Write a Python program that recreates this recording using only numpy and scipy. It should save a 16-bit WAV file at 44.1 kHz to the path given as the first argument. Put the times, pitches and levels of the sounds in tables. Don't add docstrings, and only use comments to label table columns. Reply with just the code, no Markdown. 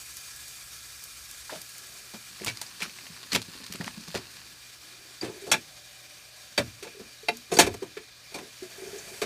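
import sys
import numpy as np
from scipy import signal
from scipy.io import wavfile
from scipy.ndimage import uniform_filter1d

SR = 44100
rng = np.random.default_rng(int(sys.argv[2]) if len(sys.argv) > 2 else 0)


def inscribe(sig):
    pcm = np.round(np.clip(np.atleast_2d(sig).T, -1, 1) * 32767)
    wavfile.write(sys.argv[1], SR, pcm.astype(np.int16))


def convert_level_to_amplitude(level_db):
    exponent = np.asarray(level_db, float) / 20
    return 10 ** exponent


N = 407925
TIME = np.arange(N) / SR

# start_s, peak_db, pitch_hz, dull_part_db
SNAPS = [(2.4, -28.5, 2000, -14), (2.4468, -21, 7500, -11), (2.4797, -19, 2350, -27),
         (2.5053, -26, 2290, -23), (2.572, -25.5, 4440, -22), (2.6153, -18.5, 4730, -13.5),
         (2.6654, -33, 4690, -14), (2.8612, -30.5, 2400, 2), (2.896, -27.5, 2400, -18),
         (2.9867, -27, 2150, -22), (3.067, -27, 2150, -33), (3.23, -31, 3540, -14),
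         (3.332, -15.5, 4740, -11), (3.3487, -9, 2330, -25), (3.3562, -16, 2350, -6),
         (3.3653, -17.5, 2470, 0.5), (3.398, -30, 2050, -20), (3.4178, -24.5, 4230, -16),
         (3.4256, -27, 4270, -25), (3.6409, -30, 3780, -14), (3.665, -26.5, 4000, -25),
         (3.7244, -23, 5390, -21), (3.737, -26, 2400, -20), (3.7548, -26, 2070, -16),
         (3.8116, -26.5, 2030, -2), (3.8442, -22, 2180, -15), (3.8605, -32, 6040, -6),
         (3.8786, -18.5, 2010, -8.5), (4.0827, -29.5, 4600, -6), (4.1745, -26, 4240, -16)]
# start_s, peak_db, pitch_hz
CRACKS = [(1.4955, -29, 1400), (2.418, -28, 4700), (2.420, -27, 2400), (2.4395, -29, 2000),
          (2.4625, -18, 8000), (2.463, -24, 6000), (2.468, -24, 4500), (2.474, -20, 4600),
          (2.4815, -17, 6800), (2.489, -24, 6500), (2.4977, -22, 2300), (2.512, -34, 1700),
          (2.8044, -29, 4950), (2.8134, -30, 1900), (2.8204, -20, 3600), (2.8235, -20, 2600),
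          (2.8267, -23, 2200), (2.8459, -29, 2000), (2.8534, -30, 1500), (2.9761, -28, 3790),
          (3.3263, -26, 4300), (3.3295, -22, 4350), (3.339, -21, 2330), (3.3432, -22, 7500),
          (3.3508, -8, 5300), (3.3522, -10, 2500), (3.3545, -12, 3000), (3.3581, -17, 2110),
          (3.3631, -21, 3300), (3.3762, -24, 2370), (3.8442, -25, 6500), (3.7587, -23, 8740),
          (3.8395, -26, 6000), (3.8735, -29, 3900), (3.8863, -32, 3490), (4.0112, -30, 5990),
          (4.0716, -32, 6070), (4.0915, -31, 4000), (4.1165, -30, 4130), (4.1362, -29, 4600),
          (4.144, -22, 4800), (4.151, -21, 2600), (4.1588, -22, 4220), (4.1777, -29, 2370)]
# start_s, peak_db, dull_part_db, treble_db, t60_s
CRUMPLES = [(1.499, -27.5, -11, -14, 0.45), (2.1364, -30.5, -7, -24, 0.085),
            (2.4615, -17.5, -15, -17, 0.088), (2.4783, -19, -13, -27, 0.068),
            (2.6143, -27.5, -13, 2, 0.059), (2.803, -27, -11, -18, 0.085), (2.8195, -19, -31, -11, 0.11),
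            (3.3176, -15, -17.5, -31, 0.15), (3.3492, -10.5, -9.5, -18, 0.019),
            (3.8024, -30, -1, -14, 0.11), (3.8644, -27, -22, -23, 0.077), (4.147, -20, -22, -24, 0.11),
            (4.1485, -30, 5, -23, 0.12)]
# start_s, peak_db
TICKS = [(0.169, -33), (0.3616, -40), (0.481, -38), (1.039, -34), (1.312, -35), (1.6165, -33),
         (1.6921, -41), (1.7818, -37), (1.87, -43), (3.3424, -31), (7.37, -38.5)]
# start_s, peak_db
SPARKS = [
    (2.4468, -34),
    (2.4625, -32),
    (3.3562, -24),
    (3.737, -31),
]
# time_s, motion_db
RUSTLE = [
    (2.3, -41.5),
    (2.57, -43),
    (3.13, -44),
    (3.75, -38),
    (3.97, -42),
    (4.26, -44),
    (4.55, -51),
]
# start_s, peak_db, pitch_hz
BUMPS = [(2.137, -38, 235), (2.409, -32, 228), (2.43, -39, 260), (2.468, -35, 280), (2.46, -33.5, 108),
         (2.819, -38, 170), (2.852, -41, 223), (3.028, -52, 247), (3.097, -41.5, 136), (3.322, -30, 234),
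         (3.342, -26, 152), (3.481, -38, 209), (3.549, -41.5, 272), (3.599, -42, 231), (3.699, -38.5, 150),
         (3.745, -33, 214), (3.797, -28.5, 167), (3.862, -34, 194), (3.971, -35, 185), (4.075, -36.5, 167),
         (4.143, -25.5, 440), (4.152, -29, 270)]
# start_s, peak_db, pitch_hz, t60_s
BOOMS = [(1.494, -33, 1700, 0.015), (1.52, -34, 620, 0.12), (1.519, -36.5, 275, 0.12),
         (1.559, -48, 116, 0.15), (2.818, -24.5, 2400, 0.032), (3.807, -28, 1700, 0.03),
         (3.35, -44, 75, 0.13), (3.821, -46, 75, 0.31), (4.148, -34, 121, 0.064), (8.85, -49, 190, 0.57),
         (5.23, -41, 100, .2), (5.52, -46, 105, .2), (5.53, -36, 187, 0.14), (6.589, -26.5, 173, 0.14),
         (6.617, -39, 80, 0.21), (6.999, -44.5, 188, 0.2), (7.6, -28, 169, 0.12), (7.62, -32.5, 79.3, 0.44),
         (8.98, -34, 6360, 0.15)]

# start_s, force_db, trapped_air_db, glaze_ring_db, t60_s
KNOCKS = [(5.213, -47, 7, -1, 0.096), (5.224, -41, 5.5, -6, 0.19), (5.244, -43, 3.5, -2, 0.19),
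          (5.466, -57, 18.5, 11.5, 0.29), (5.5155, -21, -11.5, 2, 0.088), (5.539, -25.5, -21, -21, 0.058),
          (6.577, -24.5, -4.5, -4, 0.09), (6.826, -45.5, 2, 2.5, 0.16), (6.87, -46.5, -2, -19, 0.043),
          (6.995, -59, 6, 4, 0.32), (7.284, -27.5, -8, -11, 0.045), (7.517, -34, 8, -1, 0.093),
          (7.536, -48.5, 12, 13.5, 0.21), (7.568, -36, 9, 3, 0.04), (7.587, -24.5, 9, 8.5, 0.059),
          (7.594, -18, -5, 2, .14), (7.665, -35, 8, 0, 0.068), (7.74, -45, 11, 1.5, 0.022),
          (7.824, -47.5, 12.5, -0.5, 0.069), (7.968, -40, -4, -12, 0.078), (8.342, -44, 7.5, 3, 0.22),
          (8.383, -45.5, 9.5, -3, 0.053), (8.627, -53, -2, 4, 0.2), (9.216, -31.5, 2.5, -2, 0.12)]
# pitch_hz, width_hz, level_db
HOLLOW = [(310, 24, -25), (354, 50, 1), (447, 98, 13), (514, 190, 4), (585, 39, -24), (695, 54, 5.5),
          (890, 280, 4)]
# pitch_hz, width_hz, level_db
CLANK = [(1180, 75, -14), (1744, 120, 3), (2030, 580, 5.5), (2400, 310, 8.5), (2600, 140, 1),
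         (3080, 120, 0.5), (3430, 100, -13), (3540, 420, 5)]
# pitch_hz, width_hz, level_db
GLAZE = [(4600, 170, 5), (5480, 550, 3.5), (6120, 460, 3.5), (6620, 270, 2), (7580, 1200, 5.5),
         (8150, 138, -18), (8520, 1000, 0.5), (10200, 1700, -0.5), (12660, 2800, -10)]
# start_s, level_db
BLOWS = [
    (5.515, -23.5),
    (6.577, -23.5),
    (7.2845, -21.5),
    (7.588, -17.5),
]
# pitch_hz, level_db, t60_s
LIFT_MODES = [(628, -7, 0.11), (867, -6, .1), (1200, -6, .05), (1700, -12, .068), (2385, -5, .04),
              (3320, 2.5, .06), (3494, -9, 0.13), (5540, -1, .049), (5750, -1, .058), (6589, -12, .1),
              (7440, -4, .05), (8355, -8, .08), (8592, -7, .03), (10270, -14, .075)]
# pitch_hz, level_db, t60_s
LOWER_MODES = [(780, -7, .07), (1430, -7, 0.1), (1610, -5, 0.11), (2330, -5, .04), (2580, -9, .1),
               (3280, -7, .06), (3680, -3, .065), (3970, -12, .1), (4597, 1, .045), (5330, -11, .1),
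               (6729, -15, .07), (7800, -16, .1), (8600, -16, .055)]
# pitch_hz, level_db, t60_s
RIM_MODES = [(704, 1, 0.08), (870, -4, .07), (1437, -14, .062), (2030, -1, .05), (2430, -4, .045),
             (2690, -2, .03), (3150, -8, .045), (3900, -6, 0.031), (4134, -11, .05), (4600, -7.5, 0.045),
             (5416, -14, .045), (6440, -27, .052)]
# pitch_hz, level_db, t60_s
SEAT_MODES = [(714, 1, .1), (880, 3, 0.064), (1690, -2, .06), (2216, -8, .15), (2530, -3, 0.099),
              (3138, -4.5, 0.13), (3300, -9, .15), (4020, -5, .03), (4440, -7, .096), (5469, -13, .15),
              (6169, -5, .082), (6870, -6, .072), (7639, -10, .1), (8070, -12, .13)]
# start_s, peak_db, pitch_hz, t60_s
GULPS = [
    (5.23, -22.5, 330, .068),
    (6.579, -20.5, 509, .068),
    (6.582, -18.5, 585, .05),
    (7.291, -22, 450, .045),
    (7.593, -8.5, 345, .035),
    (7.821, -24.5, 386, .055),
    (7.969, -28, 428, .05),
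    (8.622, -29, 368, .06),
    (9.218, -24, 427, .068),
]
# start_s, peak_db, pitch_hz
PINGS = [
    (5.2115, -27, 4670),
    (5.5005, -36, 4600),
    (7.541, -32, 8150),
    (7.5685, -21.5, 4660),
]
# start_s, peak_db, pitch_hz
SLIPS = [(5.296, -37, 420), (5.32, -39, 343), (5.345, -43, 360), (5.421, -37, 393), (5.439, -37, 400),
         (5.475, -34.5, 417), (5.492, -35, 420), (6.947, -43, 420), (6.968, -39.5, 414), (7.009, -39, 447),
         (7.231, -39, 437), (7.547, -29, 414), (8.32, -47.5, 405), (8.781, -40, 407), (8.797, -41, 400),
         (8.819, -32.5, 377), (8.834, -37, 420), (8.861, -41, 410), (8.872, -35, 398), (8.887, -38, 410),
         (8.905, -41, 400), (8.93, -33, 414), (8.941, -36, 410), (8.956, -36, 420), (8.97, -39, 425),
         (9.114, -39.5, 382), (9.14, -42, 424)]
# start_s, peak_db, pitch_hz, t60_s
NOTES = [(5.257, -32, 300, 0.079), (5.255, -39, 520, .12), (5.295, -46, 870, .08), (5.465, -48, 640, .2),
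         (5.212, -44, 7000, .03), (5.537, -27, 870, .07), (5.538, -22, 2400, .05), (7.513, -41, 6750, .5),
         (7.546, -33.5, 6700, .06), (7.535, -39, 9440, .06), (7.569, -32, 7900, .02),
         (7.569, -34, 1500, .08), (7.569, -35, 3500, .03), (7.611, -24, 6900, .05), (7.597, -22, 8900, .03),
         (8.63, -50, 650, .4), (7.369, -42, 6700, .012), (6.598, -22, 580, 0.053), (7.316, -38, 240, .2),
         (8.342, -38, 4600, 0.045), (8.345, -37, 2400, .03), (8.357, -38, 2400, .03),
         (8.343, -42, 8200, .08), (8.381, -47, 6300, .015), (3.318, -25, 4300, 0.01),
         (2.48, -27.5, 2300, 0.082), (6.579, -33, 1000, .04), (7.594, -11, 510, .035),
         (1.495, -36, 1000, .015), (4.005, -38, 250, .03), (4.193, -35, 350, .025),
           (5.517, -21, 7300, .025), (5.521, -24, 8400, .025), (5.524, -21, 5600, .04),
           (5.53, -24, 3400, .04), (6.59, -26, 300, .08), (6.824, -36, 400, .06), (6.848, -42, 880, .04),
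           (6.866, -36, 480, .07), (6.996, -36, 410, .05), (7.286, -38, 11100, .06),
           (7.534, -39, 11000, .04), (7.6, -16, 300, .04), (7.667, -24, 400, .08)]
# start_s, end_s, trapped_air_db, pitch_hz, grit_db
DRAGS = [
    (1.75, 2.15, -70, 390, -60.5),
    (4.75, 5.2, -66, 340, -61.5),
    (5.226, 5.537, -54.5, 376, -54),
    (7.495, 7.77, -44, 340, -51.5),
    (8.315, 8.345, -70, 400, -50),
    (8.347, 8.5, -60, 300, -62),
    (8.69, 9.242, -59.5, 390, -49),
]

# time_s, pressure_db
VENT = [
    (0.0, 1),
    (1.7, -1.5),
    (2.58, -4),
    (5.18, -7.5),
    (5.74, -7),
    (7.34, -8.5),
    (8.1, -11),
    (8.7, -6.5),
    (9.25, -1),
]
# pitch_hz, level_db per Hz
HISS = [(24, -70), (40, -33), (123, -0.5), (146, -3.5), (357, -7), (506, -5.5), (588, -7.5), (875, -14.5),
        (1040, -15), (1240, -9), (2370, -7), (2890, -8), (4520, -5.5), (15300, -20)]
# pitch_hz, width_hz, lift_db
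PIPE = [(1043, 80, 6), (1150, 40, 4), (1660, 45, 12.5), (2405, 92, 10), (3090, 66, 3), (3540, 50, 5.5),
        (3780, 70, 7), (4150, 90, 2.5), (4630, 270, 4.5), (5570, 120, 5.5), (6500, 220, 3.5), (7160, 60, 2),
        (8120, 100, 5), (8700, 90, 3.5)]
# pitch_hz, level_db
HUM = [(120, -68), (240, -83), (300, -83), (360, -86)]
# pitch_hz, t60_s
KITCHEN = [(100, 0.48), (500, 0.1), (2000, 0.12), (12000, 0.1)]
# pitch_hz, level_db
TREBLE_EDGE = [(0, 0), (15250, 0), (15450, -28), (16200, -40), (16500, -90), (22050, -90)]


def evened(x):
    return x / np.sqrt(np.mean(x ** 2) + 1e-20)


def read(points, hz):
    f, value = np.transpose(points)
    return np.interp(np.log(hz + 1), np.log(f + 1), value)


def add(mix, s, sound):
    part = mix[round(s * SR):][:len(sound)]
    part += sound[:len(part)]


def band(x, lo_hz, hi_hz):
    return signal.sosfilt(signal.butter(2, [lo_hz, hi_hz], "bandpass", fs=SR, output="sos"), x)


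def resonate(x, hz, width):
    turn = np.exp(2j * np.pi * np.cumsum(hz * np.ones(len(x))) / SR)
    r = np.exp(-np.pi * width / SR)
    return 2 * (turn * signal.lfilter([1 - r], [1, -r], x / turn)).real


def body(modes):
    t = TIME[:4096]
    ring = 0
    for hz, width, db in modes:
        ring = ring + convert_level_to_amplitude(db) * np.sqrt(width) * np.exp(-np.pi * width * t) * np.sin(2 * np.pi * hz * t)
    return ring / np.linalg.norm(ring)


def chatter(size, spread_db):
    sizes_db = spread_db * np.minimum(rng.exponential(1, size), 4)
    return evened(rng.standard_normal(size) * convert_level_to_amplitude(sizes_db))


def burst(t60, rise, hold):
    t = TIME[:6000]
    return (1 - np.exp(-t / rise)) * convert_level_to_amplitude(-60 * np.maximum(t - hold, 0) / max(t60, .003))


def pop(t60):
    crack = np.pad([.6, 1.1, -.6], (0, 5997))
    tail = chatter(6000, 2) * burst(t60, .0002, .0004)
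    return crack + .3 * tail


def thud(db, hz, t60, damping):
    push = rng.standard_normal(6000) * burst(t60, 0.0023, 0.005)
    push = resonate(resonate(push, hz, damping * hz), hz, 2 * damping * hz)
    return convert_level_to_amplitude(db) * push / abs(push).max()


def tone(db, hz, t60):
    wobble = uniform_filter1d(rng.standard_normal(6000), size=200)
    wobble = wobble * 6 * min(hz / 750, 1)
    phase = 2 * np.pi * (hz * TIME[:6000] + rng.random()) + wobble
    return convert_level_to_amplitude(db) * np.sin(phase) * burst(t60, 1 / hz + .0003, .004)


def snaps():
    out, dull = np.zeros((2, N))
    for s, db, hz, dull_db in SNAPS:
        crease = pop(.016)
        panel = 2.9 * resonate(crease, hz, 0.2 * hz)
        click = 0.9 * band(crease, 0.2 * hz, min(2.2 * hz, 12000))
        add(out, s, convert_level_to_amplitude(db + 2.0) * (panel + click))
        add(dull, s, convert_level_to_amplitude(db + dull_db + 3.5) * crease)
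    return out + 4.0 * band(dull, 370, 1520)


def cracks():
    out, t = np.zeros(N), TIME[:600]
    rise = 1 - np.exp(-t / 0.00012)
    for s, db, hz in CRACKS:
        swing = np.sin(2 * np.pi * hz * t) * convert_level_to_amplitude(-60 * t * hz / 12)
        click = rng.standard_normal(600) * convert_level_to_amplitude(-60 * t / 0.0096)
        add(out, s - .0004, convert_level_to_amplitude(db) * rise * (swing + 0.36 * click))
    return band(out, 670, 11000)


def crumples():
    dull, film, treble = np.zeros((3, N))
    for s, db, dull_db, treble_db, t60 in CRUMPLES:
        rush = convert_level_to_amplitude(db - 9.5) * chatter(6000, 1.33) * burst(t60, 0.0015, 0.013)
        clumps = evened(uniform_filter1d(rng.standard_normal(6000), size=90))
        rush *= convert_level_to_amplitude(2.7 * clumps - 2.0)
        add(film, s, rush)
        add(dull, s, convert_level_to_amplitude(dull_db + 2.5) * rush)
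        add(treble, s, convert_level_to_amplitude(treble_db + 1.0) * rush)
    return 1.54 * band(film, 1040, 5260) + 4.0 * band(dull, 370, 1520) + band(treble, 4100, 10000)


def rustle():
    s, motion_db = np.transpose(RUSTLE)
    moving = convert_level_to_amplitude(np.interp(TIME, s, motion_db, -120, -120) - 8.0)
    sizes = convert_level_to_amplitude(3 * np.minimum(rng.exponential(1, N), 4)) * rng.standard_normal(N)
    pops = (rng.random(N) < 500 / SR) * sizes
    tail = rng.standard_normal(300) * convert_level_to_amplitude(-60 * TIME[:300] / 0.0092)
    pops = signal.oaconvolve(pops, tail)[:N]
    slide_db = -64 + 0.16 * (motion_db + 42)
    sliding = convert_level_to_amplitude(np.interp(TIME, s, slide_db, -120, -120)) * evened(band(rng.standard_normal(N), 71, 370))
    return sliding + 1.54 * band(moving * evened(pops), 1040, 5260)


def bag_thuds():
    out = np.zeros(N)
    for s, db, hz in BUMPS:
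        t60 = 0.075 if s < 3.65 else 0.039
        add(out, s, thud(db, hz, t60, .7))
    for s, db, hz, t60 in BOOMS:
        add(out, s, thud(db, hz, t60, .7 if hz < 500 else .25))
    return out


def ticks_and_sparks():
    out = np.zeros(N)
    for s, db in TICKS:
        add(out, s, convert_level_to_amplitude(db + 11.5) * band(pop(0.026), 3820, 14000))
    for s, db in SPARKS:
        add(out, s, convert_level_to_amplitude(db + 10) * band(pop(.015), 9000, 15000))
    return out


def knocks():
    air, wall, glaze = np.zeros((3, N))
    for s, db, air_db, glaze_db, t60 in KNOCKS:
        parts = ((air, air_db, 1.5, .003), (wall, 0, 1.1, .0006), (glaze, glaze_db, .8, .0003))
        for drive, part_db, slower, rise in parts:
            add(drive, s, convert_level_to_amplitude(db + part_db) * chatter(6000, 3.66) * burst(t60 * slower, rise, 0.0084))
    struck = ((air, HOLLOW), (wall, CLANK), (glaze, GLAZE))
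    return sum(signal.oaconvolve(drive, body(modes))[:N] for drive, modes in struck)


def rings():
    tones = GULPS + NOTES
    tones = tones + [(s, db, hz, 0.018) for s, db, hz in PINGS]
    tones += [(s, db, hz, 0.065) for s, db, hz in SLIPS]
    for (s, blow_db), modes in zip(BLOWS, (LIFT_MODES, LOWER_MODES, RIM_MODES, SEAT_MODES)):
        tones += [(s, db + blow_db, hz, t60) for hz, db, t60 in modes]
    out = np.zeros(N)
    for s, db, hz, t60 in tones:
        add(out, s, tone(db, hz, t60))
    return out


def drags():
    slips = convert_level_to_amplitude(1.17 * evened(uniform_filter1d(rng.standard_normal(N), size=400)))
    grit = slips * signal.oaconvolve(chatter(N, 3), body(HOLLOW[-2:] + CLANK + GLAZE))[:N]
    rub, out = slips * rng.standard_normal(N), np.zeros(N)
    for start, end, air_db, hz, grit_db in DRAGS:
        span = slice(round(start * SR), round(end * SR))
        stroke = np.abs(np.sin(np.pi * (TIME[span] - start) / (end - start))) ** 0.31
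        air = evened(resonate(resonate(rub[span], hz, 55.3), hz, 170))
        out[span] += convert_level_to_amplitude(air_db) * stroke ** 2 * air + convert_level_to_amplitude(grit_db) * stroke * grit[span]
    return out


def vent_hiss():
    frames, hz = N // 256 + 5, np.fft.rfftfreq(1024, 1 / SR)
    t = np.arange(frames) * 256 / SR
    a, b, patches = rng.standard_normal((frames, 513, 3)).T
    noise = a + 1j * b
    patches = uniform_filter1d(uniform_filter1d(patches, size=14, axis=0), size=10, axis=1)
    flicker = evened(uniform_filter1d(rng.standard_normal(frames), size=3))

    pipe_db = sum(db / (1 + (2 * (hz - f) / w) ** 2) for f, w, db in PIPE)
    pipe_db = pipe_db + 1.0 * rng.standard_normal(513) / convert_level_to_amplitude(pipe_db)

    s, pressure_db = np.transpose(VENT)
    push_db = np.interp(t, s, pressure_db)
    high = np.clip(np.log2(hz / 4000 + 1e-9), 0, 1)[:, None]
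    low = np.clip(np.log2(hz / 500 + 1e-9), 0, 1)[:, None]
    follow_db = (1 - high) * (8.5 + 0.27 * push_db) + high * (16 + push_db)

    hollow_db = sum(db / (1 + ((hz - f) / 35) ** 2) for f, db in ((1350, 6), (1660, 2.5)))
    bag_db = np.outer(hollow_db, t < 2.4)

    field_db = (read(HISS, hz) + pipe_db)[:, None] + low * follow_db + bag_db
    field_db = field_db + 1.0 * evened(patches) + 0.9 * flicker
    hiss = signal.istft(noise * convert_level_to_amplitude(field_db), nperseg=1024, noverlap=768)[1][:N]
    plain = signal.istft(noise, nperseg=1024, noverlap=768)[1]
    return convert_level_to_amplitude(-76) * 30 * hiss / np.std(plain)


def pipe_notes():
    lifted_s, lowered_s, open_db, covered_db = 5.62, 6.64, -62.5, -68.5
    low, high = (evened(resonate(resonate(rng.standard_normal(N), hz, width), hz, 2 * width))
                 for hz, width in ((600, 55), (750, 45)))
    off = uniform_filter1d(1. 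* ((TIME > lifted_s) & (TIME < lowered_s)), size=2500)
    notes = 0.46 * high + 0.58 * low * np.where(TIME > lifted_s, 1, .3)
    return convert_level_to_amplitude(covered_db + (open_db - covered_db) * off) * notes


def rumble():
    running_db, rest_db, stops_s = -64, -71.5, 1.53
    running = uniform_filter1d(1. * (TIME < stops_s), size=9000)
    noise = evened(band(band(rng.standard_normal(N), 42, 83), 42, 83))
    return convert_level_to_amplitude(rest_db + (running_db - rest_db) * running) * noise


def mains_hum():
    return sum(convert_level_to_amplitude(db) * np.sqrt(2) * np.sin(2 * np.pi * (hz * TIME + rng.random())) for hz, db in HUM)


def kitchen():
    taps = np.zeros(SR // 2)
    at = np.arange(200, SR // 2 - 20, 20)
    taps[at + rng.integers(0, 20, len(at))] = rng.choice([-1., 1.], len(at))
    hz, t, z = signal.stft(taps, SR, nperseg=256)
    tail = signal.istft(z * convert_level_to_amplitude(-60 * t / read(KITCHEN, hz)[:, None]), SR, nperseg=256)[1]
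    return tail / np.linalg.norm(tail)


def scene():
    bag = snaps() + cracks() + crumples() + rustle() + bag_thuds() + ticks_and_sparks()
    mug = band(knocks(), 142, 15300) + rings() + drags()
    near = band(bag + mug, 40, 18400)
    room = convert_level_to_amplitude(-12.0) * signal.fftconvolve(near, kitchen())[:N]
    background = vent_hiss() + pipe_notes() + rumble() + mains_hum()
    return np.tile(near + room + background, (2, 1))


def low_pass(x):
    return signal.sosfilt(signal.butter(12, 16360, fs=SR, output="sos"), x)


def record(dry):
    knee, room_above = .6, .33
    over = np.maximum(abs(dry) - knee, 0)
    limited = dry - np.sign(dry) * (over - room_above * np.tanh(over / room_above))
    hz, db = np.transpose(TREBLE_EDGE)
    edge = signal.firwin2(1023, hz, convert_level_to_amplitude(db), window=("kaiser", 8), fs=SR)
    mix = signal.oaconvolve(limited, edge[None], "same")
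    return low_pass(mix)


dry = scene()
out = record(dry)
inscribe(out)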